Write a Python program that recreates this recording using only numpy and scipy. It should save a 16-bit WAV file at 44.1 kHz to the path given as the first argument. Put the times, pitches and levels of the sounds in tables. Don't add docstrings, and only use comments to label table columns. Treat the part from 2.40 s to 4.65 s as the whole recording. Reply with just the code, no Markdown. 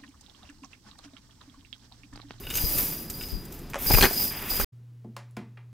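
import sys
import numpy as np
from scipy import signal
from scipy.fft import rfft, irfft
from scipy.io import wavfile
from scipy.ndimage import uniform_filter1d

SR = 44100
rng = np.random.default_rng(int(sys.argv[2]) if len(sys.argv) > 2 else 0)


def inscribe(sig):
    pcm = np.round(np.clip(np.atleast_2d(sig).T, -1, 1) * 32767)
    wavfile.write(sys.argv[1], SR, pcm.astype(np.int16))


N = 99048
TIME, HZ = np.arange(N) / SR, np.arange(N + 1) * SR / (2 * N)

# frequency_hz, level_db
RUMBLE_TONE = [(12, -49), (22, 2), (80, -7), (157, -4.5), (235, -8), (400, -13.5), (570, -23.5),
               (1020, -26.5), (4700, -36), (12000, -46.5), (15600, -88)]
# time_s, level_db
JINGLE_LEVEL = [(0.0, -45.5), (0.08, -48), (0.16, -28.5), (0.34, -26), (0.39, -23), (0.64, -40.5),
                (0.69, -49), (0.7, -40), (.92, -43), (1.0, -51.5), (1.11, -54), (1.14, -46), (1.29, -62),
                (1.3, -49), (1.37, -74), (1.39, -37.5), (1.5, -20), (1.64, -19), (1.69, -31), (1.84, -23),
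                (1.93, -37), (2.07, -37.5), (2.11, -27.5), (2.19, -28), (2.21, -21.5), (2.25, -36.5)]
# time_s, level_db
LOW_RING_LEVEL = [(0.04, -54), (0.22, -35), (0.71, -50.5), (0.91, -43), (1.1, -62), (1.46, -57),
                  (1.47, -26), (1.54, -23.5), (1.72, -36.5), (1.79, -29), (1.93, -41.5), (2.08, -49.5),
                  (2.12, -33), (2.25, -35)]
# pitch_hz, level_db, fade_s (time to fall 60 dB), spread_hz
LOW_LINK_NOTES = [(4760, 6.5, 0.18, 28), (4987, 14, 0.14, 53)]
# pitch_hz, level_db, fade_s, spread_hz
HIGH_LINK_NOTES = [(12930, -2, .08, 85), (13380, 0, .08, 90), (13740, 0, .08, 70), (14670, -1, .08, 90)]
# frequency_hz, level_db
GRIT_TONE = [(300, 6.5), (1500, -7.5), (2600, -3), (4200, -5), (5600, 0), (8500, -4), (10500, 4.5),
             (12200, -1), (15500, 0)]
# start_s, level_db
HOOK_CLINKS = [(0.037, -45), (.05, -47), (.068, -34), (0.092, -38), (.104, -30), (.110, -32.5),
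               (.139, -35.5), (.153, -32), (0.162, -37), (.176, -33.5), (.183, -29.5), (.810, -36),
               (0.836, -39.5)]
# pitch_hz, level_db, fade_s
HOOK_NOTES = [(1500, -12, 0.051), (2296, -10, .03), (2673, -5, 0.036), (2886, -3.5, 0.036),
              (3670, -6, 0.042)]
# frequency_hz, level_db
RASP_TONE = [(600, -9.5), (1500, -9), (2700, 2.5), (3800, -10), (5000, -17), (15000, -14)]
# start_s, level_db
LINK_SNAPS = [(0.102, -35), (0.154, -24.5), (0.173, -24.5), (0.383, -25.5), (0.7, -32.5), (0.808, -41),
              (0.825, -36.5), (.886, -38.5), (1.052, -44.5), (1.123, -43), (1.142, -47), (1.19, -47),
              (1.299, -47), (2.099, -31)]
# frequency_hz, level_db
SNAP_TONE = [(500, -22), (2500, -5.5), (7000, 2.5), (12300, 0.5), (13300, 2), (15500, -11)]
# start_s, level_db, pitch_hz, fade_s
LINK_PINGS = [(.139, -36, 6402, .38), (.205, -34, 4880, 0.26), (.25, -29, 4940, 0.24),
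              (.538, -41, 4800, 0.17), (.740, -37, 4830, 0.16), (.797, -40.5, 4970, 0.33),
              (.832, -37.5, 5086, 0.22), (.906, -35.5, 4823, 0.076), (.938, -39, 4860, 0.33),
              (1.473, -32, 5080, .18), (1.526, -24.5, 4980, 0.17), (1.556, -25.5, 4803, 0.39),
              (1.780, -24, 5030, 0.21), (1.868, -32.5, 5020, 0.21), (2.104, -28, 4900, 0.26)]
# start_s, level_db, lean_left_db
LANDINGS = [(0.154, -31, 3), (.238, -25, 6), (0.353, -32, 12.5), (.925, -29.5, 9.5), (1.463, -22.5, 0.5),
            (1.502, -17, -3), (1.539, -10, 3), (1.609, -16.5, -0.5), (2.111, -33.5, 3), (2.197, -21.5, -8)]
# frequency_hz, level_db
THUD_TONE = [(15, -6), (35, 5), (60, -7), (130, -14), (260, -25.5), (500, -31.5), (2000, -84)]
# start_s, length_s, level_db, width (0 to 1)
SOLE_SCUFFS = [(0.384, 0.014, -38, 1), (0.521, 0.014, -46.5, 1), (1.366, 0.084, -46, 0),
               (1.907, 0.45, -41, 0)]
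# frequency_hz, level_db
SCUFF_TONE = [(200, -2.5), (2500, 3.5), (3600, -2), (5000, -25), (12000, -20)]
# start_s, level_db, air_pocket_hz
SANDAL_SLAPS = [(1.335, -35.5, 2350), (1.344, -28.5, 1230), (1.3574, -29, 625)]
# frequency_hz, level_db
SLAP_TONE = [(200, -6), (620, 7.5), (1100, 2), (2500, 1), (4200, -11.5), (6000, -4.5), (13000, -21)]
# start_s, level_db, pitch_hz
PUMP_KNOCKS = [(1.462, -21.5, 2380), (1.502, -10.5, 860), (1.508, -9.5, 830), (1.516, -18, 2330),
               (1.523, -18.5, 2580), (1.540, -11, 2520), (1.5473, -10, 2670), (1.5744, -11.5, 1060),
               (1.5783, -26, 2360), (1.585, -8, 1090), (1.61, -8, 4400), (1.614, -10.5, 2500),
               (1.6255, -6, 4310), (1.630, -6.5, 3335), (1.633, -7.5, 1740), (1.637, -5, 4400),
               (1.6424, -6.5, 1760), (1.647, -10.5, 2000), (1.654, -6.5, 2390), (1.661, -10, 1600),
               (1.669, -18, 1290), (1.711, -21, 770), (1.8, -24, 1010), (2.118, -23.5, 1110),
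               (2.200, -15, 1330), (2.212, -22.5, 1660)]
# frequency_hz, level_db
KNOCK_TONE = [(100, 3), (380, 1.5), (1100, -3), (2500, -1), (3500, -2.5), (6500, -2), (11000, -2),
              (15500, 1.5)]
# pitch_hz, level_db, fade_s
CASING_NOTES = [(389.5, 4.5, 0.076), (821, 0, 0.1), (1590, 0, 0.055), (1920, -14, 0.046), (2380, 2, 0.04),
                (2493, -3, 0.064), (3800, -9, 0.032), (4400, 2, 0.032), (6160, 1, 0.037)]
# frequency_hz, likeness (0 to 1)
EAR_LIKENESS = [(40, .7), (150, .6), (500, .7), (1300, .9), (2500, .72), (5000, .6), (13000, .52)]

HIGH_TOUCHES_PER_S, LOW_TOUCHES_PER_S, GRIT_PER_S, CRUNCH_PER_S = 670, 220, 3000, 3500
JINGLE_DB, LOW_RING_DB, GRIT_DB, SNAP_RING_DB = -3, -3.5, -4, -8
RUMBLE_DB, RASP_DB, CASING_DB, CRUMBLE_DB = -40, -7.5, -28, -13
GARAGE_FADE_S, GARAGE_DB, GARAGE_EDGE_HZ = 0.38, -16, 11000
CUTOFF_HZ = 15750


def from_db(db):
    return 10 ** (np.asarray(db) / 20)


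def unit_power(x):
    return x / np.sqrt(np.mean(x ** 2) + 1e-20)


def in_time(rows):
    return np.interp(TIME, *np.transpose(rows))


def at_hz(rows):
    hz, value = np.transpose(rows)
    return np.interp(np.log(HZ + 1), np.log(hz), value)


def colour(x, tone):
    cepstrum = irfft(np.log(unit_power(from_db(at_hz(tone)))))
    cepstrum[1:N] *= 2
    cepstrum[N + 1:] = 0
    return irfft(rfft(x, 2 * N) * np.exp(rfft(cepstrum)))[..., :N]


def stereo(pair, width=1):
    alike = np.clip(at_hz(EAR_LIKENESS), 0, 1)
    mid, side = rfft(pair, 2 * N)
    shared = np.sqrt((1 + alike) / 2) * mid
    apart = width * np.sqrt((1 - alike) / 2) * side
    return irfft(shared + apart * [[1], [-1]])[:, :N]


def lean_left(x, db):
    return x * from_db([[db], [-db]])


def narrow_lows(x, below_hz=6500):
    side = signal.sosfilt(signal.butter(2, below_hz, "high", fs=SR, output="sos"), (x[0] - x[1]) / 2)
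    return x.mean(axis=0) + side * np.array([[1], [-1]])


def soften(x, hz):
    return signal.sosfilt(signal.butter(1, min(hz, 20000), fs=SR, output="sos"), x + 1e-18)


def ring(clicks, hz, fade_s):
    decay, turn = from_db(-60 / (fade_s * SR)), 2 * np.pi * hz / SR
    return signal.lfilter([0, np.sin(turn)], [1, -2 * decay * np.cos(turn), decay ** 2], clicks + 1e-18)


def grains(per_s, spread_db):
    sizes = from_db(spread_db * np.minimum(rng.exponential(1, N), 4)) * rng.choice([-1, 1], N)
    return sizes * (rng.random(N) < per_s / SR)


def burst(start_s, db, fade_s, crack):
    age, chance = np.maximum(TIME - start_s, 0), CRUNCH_PER_S / SR
    impacts = rng.standard_normal((2, N)) * (rng.random(N) < chance) / np.sqrt(chance)
    crunch = impacts * (TIME >= start_s) * from_db(-60 * np.minimum(age / fade_s, 4))
    crunch[0, int(start_s * SR)] -= crack
    return from_db(db) * crunch


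def struck(hits, notes, uneven_db, bounce_s):
    start_s, db = np.transpose(hits)[:2]
    bounce = np.arange(3)
    delay_s = bounce_s * bounce * rng.uniform(0.612, 1.5, (len(hits), 3))
    at = ((start_s[:, None] + delay_s) * SR).astype(int)
    out = np.zeros((2, N))
    for hz, note_db, fade_s, *_ in notes:
        clicks, shape = np.zeros((2, N)), (2, *at.shape)
        strength = from_db(db[:, None] + note_db + uneven_db * rng.standard_normal(shape))
        clicks[:, at] = strength * rng.choice([-1, 1], shape) / np.sqrt(1 + bounce)
        out += ring(clicks, hz, fade_s)
    return out


def rumble():
    return from_db(RUMBLE_DB) * stereo(colour(rng.standard_normal((2, N)), RUMBLE_TONE), width=0.18)


def links(notes, level_db, per_s, count=12):
    touches, touched_link = grains(per_s, spread_db=4), rng.integers(0, count, N)
    rank = (np.arange(count) + .5) / count
    offsets = np.log(rank / (1 - rank)) / 2
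    out = np.zeros((2, N))
    for hz, db, fade_s, spread_hz in notes:
        for link, offset in enumerate(rng.permutation(offsets)):
            note = from_db(db) * ring(touches * (touched_link == link), hz + spread_hz * offset, fade_s)
            side = .55 * rng.standard_normal()
            out += note * np.array([[1 + side], [1 - side]]) / np.hypot(1, side)
    own_level = np.sqrt(uniform_filter1d(np.mean(out ** 2, 0), size=3000) + 1e-9)
    return from_db(level_db) * out / own_level


def chain():
    swell_db = in_time(JINGLE_LEVEL)
    jingle = links(HIGH_LINK_NOTES, swell_db + JINGLE_DB, HIGH_TOUCHES_PER_S)
    low_ring = links(LOW_LINK_NOTES, in_time(LOW_RING_LEVEL) + LOW_RING_DB, LOW_TOUCHES_PER_S)
    low_ring = lean_left(low_ring + pings(), db=2)
    return jingle + low_ring + narrow_lows(stereo(grinding(swell_db) + snaps()))


def grinding(swell_db):
    grit = unit_power(np.array([grains(GRIT_PER_S, spread_db=0.5) for _ in range(2)]))
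    level_db = GRIT_DB + swell_db.mean() + 0.89 * (swell_db - swell_db.mean())
    return colour(grit * from_db(level_db), GRIT_TONE)


def hook():
    clinks = struck(HOOK_CLINKS, HOOK_NOTES, uneven_db=2, bounce_s=.0025)
    rasp = sum(burst(start_s, db + RASP_DB, fade_s=0.096, crack=2.9) for start_s, db in HOOK_CLINKS)
    return stereo(clinks + colour(rasp, RASP_TONE), width=0.038)


def snaps():
    cracks = sum(burst(start_s, db, fade_s=0.055, crack=5) for start_s, db in LINK_SNAPS)
    ringing = struck(LINK_SNAPS, HIGH_LINK_NOTES, uneven_db=2, bounce_s=.003)
    return colour(cracks, SNAP_TONE) + from_db(SNAP_RING_DB) * ringing


def pings():
    return sum(ring(from_db(db) * (np.arange(N) == int(start_s * SR)), hz, fade_s)
               for start_s, db, hz, fade_s in LINK_PINGS)


def thuds():
    out = np.zeros((2, N))
    for start_s, db, left_db in LANDINGS:
        impact = burst(start_s, db, fade_s=0.17, crack=15.5)
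        out += lean_left(stereo(impact, width=.9), left_db)
    return colour(out, THUD_TONE)


def scuffs(rise_s=0.0018, fall_s=0.012):
    out = np.zeros((2, N))
    for start_s, length_s, db, width in SOLE_SCUFFS:
        rise = np.clip((TIME - start_s) / rise_s, 0, 1)
        fall = np.exp(-np.maximum(TIME - start_s - length_s, 0) / fall_s)
        out += from_db(db) * rise * fall * rng.standard_normal((2, N)) * [[1], [width]]
    return stereo(colour(out, SCUFF_TONE))


def slaps():
    out = np.zeros(N)
    for start_s, db, pocket_hz in SANDAL_SLAPS:
        clap = burst(start_s, db, fade_s=0.13, crack=20)[0]
        hollow = signal.lfilter(*signal.iirpeak(pocket_hz, Q=3.2, fs=SR), clap + 1e-18)
        out += hollow + from_db(-9) * clap
    return colour(out, SLAP_TONE)


def knock(start_s, db, hz):
    crunch = burst(start_s, db, fade_s=0.016, crack=5.5)
    crunch += burst(start_s, db + CRUMBLE_DB, fade_s=.065, crack=0)
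    return soften(crunch, 1.12 * hz) + 0.098 * ring(crunch, hz, fade_s=0.0097)


def pump():
    knocks = colour(sum(knock(*row) for row in PUMP_KNOCKS), KNOCK_TONE)
    casing = from_db(CASING_DB) * struck(PUMP_KNOCKS, CASING_NOTES, uneven_db=3, bounce_s=.002)
    return lean_left(stereo(knocks + casing, width=.85), db=1.1)


def garage_echo(x, delay_s=.008):
    noise = soften(rng.standard_normal((2, N)), GARAGE_EDGE_HZ)
    tail = noise * from_db(-60 * TIME / GARAGE_FADE_S) * (TIME > delay_s)
    return from_db(GARAGE_DB) * signal.fftconvolve(x, unit_power(tail) / np.sqrt(N), axes=1)[:, :N]


def scene():
    work = pump() + hook() + slaps() + thuds() + scuffs() + chain()
    return rumble() + work + narrow_lows(garage_echo(work))


def record(dry):
    trimmed = signal.sosfilt(signal.butter(1, 14, "high", fs=SR, output="sos"), dry)
    rounded = .9 * np.tanh(trimmed / .9)
    return irfft(rfft(rounded, 2 * N) / np.sqrt(1 + (HZ / CUTOFF_HZ) ** 900))[:, :N]


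dry = scene()
out = record(dry)
inscribe(out)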